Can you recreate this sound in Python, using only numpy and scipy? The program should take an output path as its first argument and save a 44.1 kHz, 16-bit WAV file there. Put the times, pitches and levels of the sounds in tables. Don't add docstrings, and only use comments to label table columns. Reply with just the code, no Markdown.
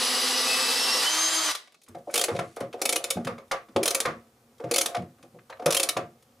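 import sys
import numpy as np
from scipy import signal
from scipy.fft import rfft, irfft
from scipy.io import wavfile
from scipy.ndimage import uniform_filter1d

SR = 44100
rng = np.random.default_rng(int(sys.argv[2]) if len(sys.argv) > 2 else 0)


def gain_from_db(level_db):
    decades = np.asarray(level_db, float) / 20
    return 10 ** decades


def put_to_file(sound):
    columns = np.atleast_2d(sound).T
    safe = np.clip(columns, -1, 1)
    whole_steps = np.round(safe * 32767)
    wavfile.write(sys.argv[1], SR, whole_steps.astype(np.int16))


N = 282240
TIME = np.arange(N) / SR
CHANGE_S = 1.88


def evened(x):
    return x / np.sqrt(np.mean(x ** 2) + 1e-20)


def peaked(x):
    return x / np.abs(x).max()


def read(points, hz):
    f, value = np.transpose(points)
    return np.interp(np.log(hz + 1), np.log(f + 1), value)


def add(mix, start_s, sound):
    part = mix[round(start_s * SR):][:len(sound)]
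    part += sound[:len(part)]


def coloured(x, points):
    size = x.shape[-1]
    return evened(irfft(rfft(x) * gain_from_db(read(points, np.fft.rfftfreq(size, 1 / SR))), size))


def above(x, hz):
    return signal.sosfilt(signal.butter(4, hz, "high", fs=SR, output="sos"), x)


def drift(seconds):
    width = max(int(seconds * SR), 2)
    return evened(uniform_filter1d(uniform_filter1d(rng.standard_normal(N), width), width))


def somewhere(low_hz, high_hz):
    return low_hz * (high_hz / low_hz) ** rng.random()


def grit(spread_db, per_s):
    size = gain_from_db(spread_db * np.minimum(rng.exponential(1, N), 4))
    return rng.standard_normal(N) * size * (rng.random(N) < per_s / SR)


def rung(force, modes, weight_db=0):
    pitch_hz, level_db, t60_s = np.transpose(modes)
    t = np.arange(min(SR // 4, int(SR * t60_s.max())))[:, None] / SR
    decay = gain_from_db(level_db + weight_db - 60 * t / t60_s)
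    ring = (decay * np.sin(2 * np.pi * pitch_hz * t)).sum(1)
    return evened(np.pad(signal.oaconvolve(force, ring), (0, SR // 4 - len(t))))


# pitch_hz, level_db
BAND_EDGE = [(15600, -75)]
# start_s, commutator pitch_hz
SPEED = [
    (0, 2562),
    (.3, 2568),
    (.7, 2608),
    (.8, 2690),
    (1.02, 2780),
    (1.06, 3030),
    (1.12, 3105),
    (1.2, 3170),
    (1.3, 3188),
]
# pitch_hz, level_db (per Hz)
CUTTING = [(53, -59.5), (90, -73), (241, -2.5), (293, -13.5), (500, 1), (569, -12), (704, -3), (2390, -7),
           (2660, -4), (3370, -2.5), (4950, -2), (6980, -9), (10500, -8.5), (15100, -26)]
# pitch_hz, level_db (per Hz)
FREE = [(53, -70.5), (90, -66), (195, -59), (312, -16.5), (412, -14), (972, -3), (2440, -6), (4850, -4),
        (5880, -6.5), (6270, -11), (6690, -7.5), (9840, -9.5), (15100, -24.5)]
WHIRR_DB = (-26, -27.5)
# pitch_hz, width_hz, level_db (re whirr)
HOUSING = [(1170.5, 24, -15), (1964, 72, -14.5), (3900, 130, -12.5), (4420, 78, -13), (4897, 90, -8)]
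ORDERS = (1, 2, 4, 5, 11.255, 23, 40, 50)
ORDER_LOAD_HZ = (2580, 2640, 3150)
ORDER_DB = [(-46, -56, -44), (-44, -56, -47), (-52, -54, -45), (-54, -54, -47), (-42, -54, -47),
            (-42, -52, -40), (-43, -50, -62), (-58, -52, -90)]
PARTIAL_LOAD_HZ = (2565, 2588, 2740, 3050, 3170)
PARTIAL_DB = [
    (-56, -36, -38.5, -31, -39),
    (-39, -38, -34.5, -36, -32),
    (-46, -41, -47, -43, -42),
]
BARS = 10
LET_GO_S, SAG_HZ_PER_S = 1.43, 2600
GLIDE_LOSS_DB = 1.3


def drill():
    tone_hz = np.interp(TIME, *np.transpose(SPEED)) - SAG_HZ_PER_S * np.clip(TIME - LET_GO_S, 0, 1)
    top_hz = np.maximum.accumulate(tone_hz)
    free = np.clip((top_hz - 2780) / 280, 0, 1)
    turns = np.cumsum(tone_hz / BARS * (1 + 0.0008 * drift(0.0085))) / SR

    chatter = rng.standard_normal(N) + 0.27 * evened(grit(4.3, 2500))
    chatter *= gain_from_db(0.38 * drift(0.0033) + 0.68 * drift(0.027))
    in_wood = np.sqrt(1 - free) * coloured(chatter, CUTTING + BAND_EDGE)
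    whirr = evened(in_wood + np.sqrt(free) * coloured(chatter, FREE + BAND_EDGE))
    for pitch_hz, width_hz, db in HOUSING:
        whirr = whirr + gain_from_db(db) * rung(rng.standard_normal(N), [(pitch_hz, 0, 2.2 / width_hz)])[:N]

    whine = np.zeros(N)
    for order, loads_db in zip(ORDERS, ORDER_DB):
        db = np.interp(top_hz, ORDER_LOAD_HZ, loads_db) + 3 * drift(.025)
        whine += np.sqrt(2) * gain_from_db(db) * np.sin(2 * np.pi * order * turns)
    for k, loads_db in enumerate(PARTIAL_DB):
        db = np.interp(top_hz, PARTIAL_LOAD_HZ, loads_db) + 3.5 * drift(.03)
        whine += np.sqrt(2) * gain_from_db(db) * np.sin(2 * np.pi * (k + 1) * BARS * turns)
    glide = uniform_filter1d(np.abs(np.gradient(tone_hz)) * SR / 1000, size=900)
    whine = whine * gain_from_db(-GLIDE_LOSS_DB * glide)

    braked = gain_from_db(-900 * np.maximum(TIME - 1.515, 0))
    fading = gain_from_db(-150 * np.maximum(TIME - 1.485, 0))
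    whirr_db = np.interp(free, (0, 1), WHIRR_DB) - 0.33
    return above(gain_from_db(whirr_db) * whirr * braked, 130), whine * braked * fading


# pitch_hz, likeness (0 to 1)
LIKENESS = [(60, 1), (130, 1), (290, 1), (640, 1), (1410, 0.91), (3100, 0.92), (6820, 0.97), (15000, 0.96)]


def ports(z, hz, apart):
    likeness = np.clip(read(LIKENESS, hz), -1, 1)
    angle = np.clip(apart * np.arccos(likeness) / 2, 0, np.pi / 4)[:, None]
    return np.array([np.cos(angle) * z[0] + side * np.sin(angle) * z[1] for side in (1, -1)])


def air(points):
    noise = coloured(rng.standard_normal((2, N)), points + BAND_EDGE)
    hz, _, z = signal.stft(noise, SR, nperseg=1024)
    return evened(signal.istft(ports(z, hz, 3.7), SR, nperseg=1024)[1][:, :N])


# pitch_hz, level_db (per Hz)
BEAM_AIR = [(18, -56), (30, -26.5), (229, 0), (700, -4), (885, -13), (2710, -26), (3800, -6), (15100, -29)]
# pitch_hz, level_db (per Hz)
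BENCH_AIR = [(18, -40), (30, -29.5), (126, -3.5), (186, -21.5), (229, -1), (296, -18.5), (526, -10.5),
             (647, -25.5), (737, -12.5), (840, -19), (1700, -30), (15100, -32)]


def room_tone():
    return np.where(TIME < CHANGE_S, gain_from_db(-68.5) * air(BEAM_AIR), gain_from_db(-62.5) * air(BENCH_AIR))


# pitch_hz, t60_s
SHOP = [(120, 0.18), (330, 0.36), (870, 0.22), (2300, 0.25), (6060, 0.19)]


def shop(x, stretch):
    taps = np.zeros((2, SR // 2))
    at = np.arange(200, SR // 2 - 20, 20) + rng.integers(0, 20, (2, (SR // 2 - 201) // 20))
    np.put_along_axis(taps, at, rng.choice([-1., 1.], at.shape), 1)
    hz, t, z = signal.stft(taps, SR, nperseg=256)
    z = z * gain_from_db(-60 * t / (stretch * read(SHOP, hz)[:, None]))
    tail = signal.istft(ports(z, hz, 3.38), SR, nperseg=256)[1]
    return signal.fftconvolve(x[None], tail / np.linalg.norm(tail[0]), axes=1)[:, :N]


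# pitch_hz, level_db (re mid)
SIDE = [(200, -23), (700, -26), (1500, -19), (4000, -16), (9000, -17), (13000, -6)]


def shadowed(x):
    scatter = rng.standard_normal(2048) * np.exp(-np.arange(2048) / 300)
    side = signal.oaconvolve(x, scatter / np.linalg.norm(scatter))[:N]
    side = irfft(rfft(side) * gain_from_db(read(SIDE, np.fft.rfftfreq(N, 1 / SR))), N)
    return np.array([x + side, x - side])


# pitch_hz, level_db (per Hz)
PAWL = [(530, -8), (900, -14.5), (1190, -4.5), (1610, -10.5), (2530, -8), (3780, -3), (7040, -1),
        (7950, -3.5), (9780, 2), (14800, -14), (15900, -20), (16500, -41)]
# pitch_hz, level_db, t60_s
WRENCH = [(2290, -12, .05), (2560, -14, .05), (3650, -14, .04), (4500, -17, .03), (5350, -20, .025),
          (6850, -16, .03), (9750, -13, .09)]


def click(db, treble_db, ring_hz):
    t = np.arange(SR // 12) / SR
    shape = np.clip(t / 0.0012, 0, 1) * (gain_from_db(-26 * (t / 0.015) ** 3.16) + .08 * np.exp(-t / .028))
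    rattle = rng.standard_normal(len(t)) * gain_from_db(4.52 * np.minimum(rng.exponential(1, len(t)), 3))
    tilt_db = 2.04 * (min(treble_db, 0) + 3.0)
    colour = [(100, -76.5)]
    for hz, level_db in PAWL:
        colour.append((hz, level_db + tilt_db * np.clip(np.log2(hz / 2000) / 2.36, 0, 1)))
    burst = np.pad(coloured(rattle, colour) * shape, (0, SR // 4 - 1))
    modes = WRENCH + [(ring_hz, 0, .018)]
    hz = np.transpose(modes)[0]
    weight_db = tilt_db * (hz > 4000) * (hz != ring_hz) + 3 * rng.standard_normal(len(hz))
    ring = rung(rattle * shape, modes, weight_db)
    return gain_from_db(db) * peaked(peaked(burst) + 0.19 * peaked(above(ring, 1100)))


# start_s, level_db (peak), treble_db (re peak)
TICKS = [(1.4882, -21, -19.5), (1.515, -30, 0), (1.5517, -19.5, -10), (1.675, -46, -17), (1.723, -46, -9),
         (1.7454, -45.5, -13), (1.8175, -50, -7), (1.836, -47.5, 0), (1.865, -54, -12), (1.8858, -42.5, -2),
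         (1.9857, -51, -8), (2.0995, -36.5, -44), (2.111, -42.5, 0), (2.333, -53, -26),
         (2.3647, -29.5, -15.5), (2.564, -38.5, -1), (2.6056, -34.5, 0), (2.7298, -35, -15.5),
         (3.2493, -30, -10.5), (3.4815, -52, 0), (3.7634, -18.5, -16), (4.583, -53, -8),
         (4.967, -26.5, -17), (5.2285, -44, -11), (5.3896, -47, -31), (5.5262, -33.5, -45),
         (5.573, -48, -25), (5.661, -13, -4), (6.2266, -50, -6), (6.3232, -60, -16)]
# lowest pitch_hz, highest pitch_hz
TICK_RING_HZ = (2130, 4540)


def loose_ticks(steel):
    for start_s, db, treble_db in TICKS:
        add(steel, start_s - .002, click(db, treble_db, somewhere(*TICK_RING_HZ)))


def blow(length_s, spike=0., colour=((100, 0), (10000, 0)), rise_s=0.0017):
    t = np.arange(SR // 7) / SR
    shape = np.exp(-t / (length_s + 0.00042)) + spike * np.exp(-t / 0.002)
    return coloured(rng.standard_normal(len(t)), colour) * shape * np.clip(t / rise_s, 0, 1)


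def wooden(x, low_hz):
    band_hz = [min(low_hz, 500), 1100]
    return signal.sosfilt(signal.butter(3, band_hz, "band", fs=SR, output="sos"), x)


# pitch_hz, level_db, t60_s
BENCH = [(254, -1, .09), (335, -5, 0.076), (392, -7, 0.061), (485, -3.5, 0.094), (544.7, 1.5, 0.063),
         (644, -6, 0.047), (694, -2.5, 0.11), (781, -28, 0.023)]
# pitch_hz, level_db (per Hz)
JAW = [(600, -27), (900, -12.5), (1200, -2), (1500, -12), (2200, -15.5), (3200, -26.5), (6000, -32),
       (14000, -59.5)]
SOFTNESS = .45


def knock(db, mode_hz, jaw_db, length_s):
    near_db = -9 * np.abs(np.log2(np.transpose(BENCH)[0] / mode_hz))
    force = blow(length_s, spike=1.5, rise_s=0.0027 * gain_from_db(-SOFTNESS * (db + 15)))
    ring = rung(force, BENCH + [(mode_hz, -4, .025)], np.append(near_db, 0))
    top = peaked(wooden(ring, 0.55 * mode_hz))
    clack = blow(1.27 * length_s + 0.0069, spike=1.75, colour=JAW)
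    jaw = peaked(np.pad(clack, (0, SR // 4 - 1)))
    return gain_from_db(db) * (top + gain_from_db(jaw_db) * jaw)


# start_s, level_db (peak), loudest wood pitch_hz, vise clack level_db (re peak)
KNOCKS = [(1.88, -48, 250, 1), (1.948, -30, 560, -12), (2.072, -26.5, 550, -70), (2.284, -16.5, 574, -8),
          (2.35, -20.5, 543, -14.5), (2.39, -18.5, 640, -1), (2.568, -23.5, 585, -10),
          (2.607, -21, 510, -9), (2.739, -23.5, 520, -17), (3.004, -33, 694, -22), (3.17, -20, 300, -17.5),
          (3.271, -20, 545, -0.5), (3.381, -35, 543, 0), (3.514, -19.5, 740, 3.5),
          (3.686, -44.5, 248, -2.5), (3.762, -9, 428, -19), (4.054, -18, 542, 2), (4.6, -28.5, 549, -12.5),
          (4.64, -20.5, 500, -14.5), (4.886, -26.5, 580, -12), (4.947, -19, 704, -3), (5.02, -36, 496, -10),
          (5.185, -51, 199, -6), (5.231, -40, 226, -9), (5.345, -40.5, 468, -21.5), (5.499, -33, 870, -2.5),
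          (5.596, -26.5, 694, -13.5), (5.622, -27, 543, -13), (5.662, -9.5, 566, -7.5),
          (5.968, -15, 640, -4)]


def bench_knocks(steel, wood):
    for start_s, db, mode_hz, jaw_db in KNOCKS:
        add(wood, start_s - .002, knock(db, mode_hz, jaw_db, length_s=0.017))
        add(steel, start_s, click(db + jaw_db - 3, treble_db=-14, ring_hz=2160))


# pitch_hz, level_db, t60_s
FRAME = [(75, -12, .25), (98, -7, .2), (120, -6, .12), (142, -3, .11), (165, -2, .11), (190, -1, .1),
         (236, 0, .1), (328, -2, .09)]


def thud(db, length_s):
    return gain_from_db(db) * peaked(above(rung(blow(length_s), FRAME), 110))


# start_s, level_db (peak), length_s
PUSHES = [(1.882, -43, 0.11), (2.313, -26, 0.046), (2.41, -30, 0.022), (2.61, -31, 0.026),
          (3.155, -25.5, 0.028), (3.25, -29.5, 0.054), (3.754, -29, 0.027), (4.057, -31.5, 0.051),
          (4.639, -30, 0.03), (4.968, -25, 0.037), (5.079, -46, 0.015), (5.339, -42, 0.02),
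          (5.658, -26, 0.017), (5.959, -30, 0.061)]


def frame_pushes(wood):
    for start_s, db, length_s in PUSHES:
        add(wood, start_s, thud(db, length_s))


TEETH = [
    (2.1416, 2.1583, 2.1783, 2.1943, 2.214, 2.24),
    (2.818, 2.8556, 2.8929, 2.9268, 2.96, 3.0421, 3.1057),
    (3.8318, 3.858, 3.8792, 3.908, 3.9486, 4.004),
    (4.7138, 4.7407, 4.7615, 4.783, 4.8128, 4.8602),
    (5.707, 5.7251, 5.7474, 5.7691, 5.799, 5.8319, 5.8903),
]
RISE_DB_PER_S, GRIP_DB = 292, -59
GROAN_FALL_DB_PER_S, SCUFF_FALL_DB_PER_S = 107, 58.5


def load(tops_db, fall_db_per_s):
    level_db = np.full(N, float(GRIP_DB))
    for teeth, top_db in zip(TEETH, tops_db):
        before_db = RISE_DB_PER_S * np.maximum(teeth[0] - TIME, 0)
        after_db = fall_db_per_s * np.maximum(TIME - teeth[-1], 0)
        level_db = np.maximum(level_db, top_db - before_db - after_db)
    return level_db


# tooth knock level_db, groan level_db, scuff level_db
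STROKES = [
    (-22, -44, -32),
    (-20, -36, -43),
    (-22.5, -27.5, -48),
    (-21.5, -30, -47.5),
    (-25, -30, -55),
]


def strain():
    _, groan_db, scuff_db = np.transpose(STROKES)
    slips, rubs = grit(3, 600), grit(2.5, 6000)
    groan = wooden(rung(slips, BENCH)[:N], 320) + 0.75 * coloured(rubs, JAW)
    scuff = coloured(rubs, [(800, -24.0), (1500, 0.5), (5000, 1), (10000, 0.0), (15500, -28.0), (16500, -71.0)])
    groan = gain_from_db(load(groan_db, GROAN_FALL_DB_PER_S) - 13.5) * groan
    scuff = gain_from_db(load(scuff_db, SCUFF_FALL_DB_PER_S) - 15.5) * scuff
    return (groan + scuff) * (TIME > CHANGE_S)


# lowest pitch_hz, highest pitch_hz
TOOTH_RING_HZ = (2320, 10560)
TOOTH_DB, FIRST_TOOTH_DB, TOOTH_SPREAD_DB = -11, -2, .8
TOOTH_FADE_DB_PER_S = 29.5


def back_strokes(steel, wood):
    for teeth, (knock_db, *_) in zip(TEETH, STROKES):
        for s in teeth:
            luck = rng.standard_normal(2)
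            click_db = TOOTH_DB + FIRST_TOOTH_DB * (s == teeth[0]) + TOOTH_SPREAD_DB * luck[0]
            add(steel, s - .002, click(click_db, -5.5, somewhere(*TOOTH_RING_HZ)))
            shake_db = knock_db - TOOTH_FADE_DB_PER_S * (s - teeth[0]) + 2 * luck[1]
            add(wood, s - .004, knock(shake_db, mode_hz=545, jaw_db=-20.5, length_s=0.0097))


def scene():
    whirr, whine = drill()
    steel, wood = np.zeros(N), strain()
    loose_ticks(steel)
    bench_knocks(steel, wood)
    frame_pushes(wood)
    back_strokes(steel, wood)
    work = gain_from_db(-7.0) * steel + gain_from_db(-6.0) * wood
    swing = 2 * np.pi * 7 * TIME
    wet = shop(work * np.cos(swing), 0.91) + shop(work * np.sin(swing), 0.72)
    wet = wet + shop(gain_from_db(-7.5) * above(whirr + 0.74 * whine, 546), 1.47)
    close = gain_from_db(-1.5) * whirr + whine + gain_from_db(1.45) * steel + gain_from_db(-2.5) * wood
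    return shadowed(close) + wet + room_tone()


def below(x, hz):
    return irfft(rfft(x) * np.clip((hz - np.fft.rfftfreq(N, 1 / SR)) / 200 + .5, 0, 1), N)


def top_cut(x):
    return signal.sosfilt(signal.butter(12, 16660, fs=SR, output="sos"), x)


def record(dry):
    mix = np.where(TIME < 1.53, below(dry, 15250), below(dry, 15900))
    return top_cut(mix)


dry = scene()
out = record(dry)
put_to_file(out)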